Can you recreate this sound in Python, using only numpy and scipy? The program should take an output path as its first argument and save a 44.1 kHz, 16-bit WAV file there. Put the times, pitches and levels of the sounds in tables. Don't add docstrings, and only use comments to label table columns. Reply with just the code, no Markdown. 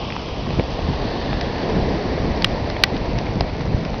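import sys
import numpy as np
from scipy import signal
from scipy.io import wavfile

SR = 44100
rng = np.random.default_rng(int(sys.argv[2]) if len(sys.argv) > 2 else 0)


def bounce(signal):
    frames = np.transpose(np.atleast_2d(signal))
    limited = np.clip(frames, -1, 1)
    pcm = np.round(limited * 32767).astype(np.int16)
    wavfile.write(sys.argv[1], SR, pcm)


N = 176400


def surf():
    # frequency_hz, relative_density_db
    facing = [(60, -0.5), (200, 0), (600, 0.5), (1080, -4.5), (1400, -16), (1800, -17.5), (2450, -11.5),
              (3200, -8), (3750, -16.5), (4900, -15.5), (5500, -17), (6300, -38)]
    side_on = [(60, -11), (200, 5), (600, 5.5), (950, 1), (1350, -13), (1750, -4), (2300, -10.5),
               (3200, -10.5), (4600, -10), (5200, -17.5), (5700, -22.5), (6300, -27.5)]
    back_to_sea = [(60, 1.5), (200, 6), (550, 6.5), (900, 0), (1300, -13), (1900, -5.5), (2600, -12),
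                   (3400, -14.5), (4500, -12.5), (5600, -20.5), (6300, -34.5)]
    inland = [(60, 7), (200, 3.5), (550, 6.5), (900, 0), (1300, -14.5), (1900, -7.5), (2500, -10.5),
              (3400, -15.5), (4500, -13), (5600, -22), (6300, -36.5)]
    turn_s = [.16, 1.148, 2.101, 3.1]
    # time_s, level_db
    swell = [(0, -25), (.4, -27), (.9, -27.5), (1.4, -26.5), (1.95, -26), (2.5, -26.5), (3.1, -27.5),
             (3.55, -29), (4, -29.5)]

    def colour_db(hz):
        views_db = [at_hz(view, hz) for view in (facing, side_on, back_to_sea, inland)]
        return np.interp(np.arange(N) / SR, turn_s, views_db)

    edges_hz = np.r_[np.geomspace(50, 1000, 11), np.geomspace(1000, 6800, 27)[1:]]
    wash = banded_noise(edges_hz, colour_db, flicker_db=1.0, rate_hz=33)
    return from_db(in_time(swell)) * wash


def wind():
    # frequency_hz, relative_density_db
    rumble_spectrum = [(15, -8), (25, -4.5), (42, 1), (65, -1), (110, -3), (180, -5), (280, -13.5),
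                       (450, -24.5), (800, -31.5), (1500, -34.5)]
    rush_spectrum = [(80, -0.5), (170, -1.5), (330, 3), (530, 0.5), (850, -26), (1400, -39)]
    # time_s, level_db
    rumble_level = [(0, -32), (.3, -32), (.45, -27), (.56, -22), (.66, -30.5), (.87, -22.5), (.96, -24),
                    (1.04, -22), (1.11, -30.5), (1.32, -22), (1.65, -32.5), (1.78, -22), (1.9, -24),
                    (2.03, -29), (2.3, -22), (2.55, -25.5), (2.89, -28), (3.07, -22.5), (3.43, -21.5),
                    (3.49, -31), (3.66, -23), (3.82, -23), (4, -25.5)]
    rush_level = [(0, -51), (.7, -40), (1.0, -29), (1.35, -37.5), (1.6, -28.5), (1.78, -23.5), (1.9, -25.5),
                  (2.02, -30), (2.27, -26), (2.65, -43), (3.1, -32.5), (3.4, -36), (3.55, -48), (4, -50)]
    edges_hz = np.geomspace(16, 1448, 14)
    rumble = banded_noise(edges_hz, lambda hz: at_hz(rumble_spectrum, hz), flicker_db=1, rate_hz=17)
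    rush = banded_noise(edges_hz, lambda hz: at_hz(rush_spectrum, hz), flicker_db=1.4, rate_hz=17)
    return from_db(in_time(rumble_level)) * rumble + from_db(in_time(rush_level)) * rush


def buffets():
    # centre_s, level_db, pitch_hz, half_length_s
    eddies = [(.483, -23, 160, .012), (0.597, -15.5, 134, 0.017), (0.9, -18.5, 135, .017),
              (1.048, -24, 188, 0.015), (1.772, -17, 193, 0.023), (2.946, -21, 130, 0.023),
              (3.442, -19, 109, 0.012), (3.736, -17.5, 85, 0.043)]
    spread = 1.75
    out, t = np.zeros(N), np.arange(N) / SR
    for centre_s, level_db, hz, half_length_s in eddies:
        band = signal.butter(2, [hz / spread, hz * spread], "band", fs=SR, output="sos")
        swell = np.exp(-((t - centre_s) / half_length_s) ** 2)
        eddy = swell * signal.sosfilt(band, rng.standard_normal(N))
        out += from_db(level_db) * eddy * np.sqrt(np.sum(swell ** 2) / np.sum(eddy ** 2))
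    return out


def near_drops():
    # start_s, tick_gain_db, tick_pitch_hz, tick_t60_s, thud_gain_db, thud_pitch_hz
    drops = [(0.103, -17.5, 2320, 0.0097, -37, 800), (0.122, -20, 2520, 0.009, -28, 800),
             (0.164, -22, 2540, 0.006, -7.5, 960), (0.4702, -25, 2000, 0.0045, -26, 700),
             (0.5046, -19, 2680, 0.0046, -11, 523), (0.5953, -13, 2300, 0.012, -4, 480),
             (.6372, -26, 4670, .004, -16, 523), (.790, -36, 2000, .004, -9, 625),
             (1.3292, -14, 2300, 0.0037, -8.5, 870), (1.4112, -14.5, 5000, 0.0064, -37, 700),
             (2.422, -13.5, 4600, 0.009, -32, 790), (2.4445, 2.5, 3100, 0.0038, -32, 900),
             (2.6997, -18, 5150, 0.005, -34, 700), (2.7655, -18.5, 2200, 0.012, -17, 700),
             (2.8364, 10, 4370, 0.0053, -35, 1040), (2.9657, -15.5, 3070, 0.0017, -40, 706),
             (3.186, -15, 5400, 0.0051, -35.5, 700), (3.267, -20.5, 2300, 0.01, -41, 690),
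             (3.4075, -10, 4900, 0.0063, -4.5, 770), (3.608, -27, 3470, .004, -14, 900),
             (3.85, -21, 5130, 0.0038, -34, 710), (3.9425, -26, 3650, 0.0087, -14.5, 950)]
    # pitch_hz, level_re_tick_db, t60_s
    modes = [(1170, -21.5, 0.025), (1543, -12.5, 0.014), (1950, -18, 0.034), (2300, -15, 0.021),
             (3085, -19, 0.015), (3380, -21.5, 0.025), (4030, -11.5, 0.005), (4820, -18.5, 0.0086),
             (4900, -11, 0.0047)]
    splash_db, splash_rise_s = -10.5, 0.0012
    thud_t60_cycles, thud_lag_s = 6.8, 0.00103
    contact_ratio, contact_top_hz = 1.53, 5140
    out, click = np.zeros(N + SR), signal.unit_impulse(SR // 10)
    age = np.arange(len(click)) / SR / splash_rise_s
    body = sum(from_db(db) * tick(click, hz, t60) * (-1) ** k for k, (hz, db, t60) in enumerate(modes))
    splash_band = signal.butter(3, [1450, 5400], "band", fs=SR, output="sos")
    for start_s, tick_db, hz, t60, thud_db, thud_hz in drops:
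        spray = rms_one(signal.sosfilt(splash_band, rng.standard_normal(len(click))))
        splash = from_db(splash_db) * age * np.exp(1 - age) * spray
        contact = signal.butter(5, min(contact_ratio * hz, contact_top_hz), fs=SR, output="sos")
        crack = signal.sosfilt(contact, tick(click, hz, t60) + body + splash)
        hollow = signal.butter(1, thud_hz / 2, "high", fs=SR, output="sos")
        thud = signal.sosfilt(hollow, ring(click, thud_hz, thud_t60_cycles / thud_hz))
        start, late = int(start_s * SR), int((start_s + thud_lag_s) * SR)
        out[start:start + len(click)] += from_db(tick_db) * crack
        out[late:late + len(click)] += from_db(thud_db) * thud
    return out[:N]


def patter():
    drops_per_s, level_db, spread_db, t60_cycles = 220, -46, 3.5, 2.2
    pitches_hz = np.geomspace(700, 4800, 16)
    sizes = from_db(spread_db * np.minimum(rng.exponential(1, N), 4))
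    signs = rng.choice([-1, 1], N)
    clicks = sizes * signs * (rng.random(N) < drops_per_s / SR)
    pitch_index = rng.integers(0, len(pitches_hz), N)
    ticks = sum(tick(clicks * (pitch_index == k), hz, t60_cycles / hz) for k, hz in enumerate(pitches_hz))
    return from_db(level_db) * rms_one(ticks)


def banded_noise(edges_hz, colour_db, flicker_db, rate_hz):
    out, together = 0, drift(rate_hz)
    for low, high in zip(edges_hz, edges_hz[1:]):
        bandpass = signal.butter(2, [low, high], "band", fs=SR, output="sos")
        band = signal.sosfilt(bandpass, rng.standard_normal(N + SR // 2))[-N:]
        flicker = 0.63 * together + 0.83 * drift(rate_hz)
        out = out + band * from_db(colour_db(np.sqrt(low * high)) + flicker_db * flicker)
    return rms_one(out)


def drift(rate_hz):
    hop, settle = 40, 2000
    pole = np.exp(-2 * np.pi * rate_hz * hop / SR)
    noise = rng.standard_normal(N // hop + settle + 2)
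    slow = signal.lfilter([1], [1, -2 * pole, pole * pole], noise)[settle:]
    return np.interp(np.arange(N) / hop, np.arange(len(slow)), rms_one(slow))


def ring(clicks, hz, t60):
    r, w = np.exp(-np.log(1000) / (t60 * SR)), 2 * np.pi * hz / SR
    return signal.lfilter([0, np.sin(w)], [1, -2 * r * np.cos(w), r * r], clicks + 1e-18)


def tick(clicks, hz, t60):
    return np.diff(ring(clicks, hz, t60), prepend=0) * SR / (2 * np.pi * hz)


def from_db(db):
    return 10 ** (np.asarray(db) / 20)


def rms_one(x):
    return x / np.sqrt(np.mean(x ** 2) + 1e-20)


def in_time(rows):
    return np.interp(np.arange(N) / SR, *np.transpose(rows))


def at_hz(points, hz):
    frequency_hz, db = np.transpose(points)
    return np.interp(np.log(hz), np.log(frequency_hz), db)


def scene():
    return (surf() + wind() + patter() + near_drops() + buffets())[None]


def record(dry):
    overload = 0.98
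    band_edge = signal.cheby2(16, 70, 7050, fs=SR, output="sos")
    top_cut = signal.cheby2(12, 70, 16000, fs=SR, output="sos")
    narrow = signal.sosfilt(band_edge, np.clip(dry, -overload, overload))
    return signal.sosfilt(top_cut, np.clip(narrow, -1, 1))


dry = scene()
out = record(dry)
bounce(out)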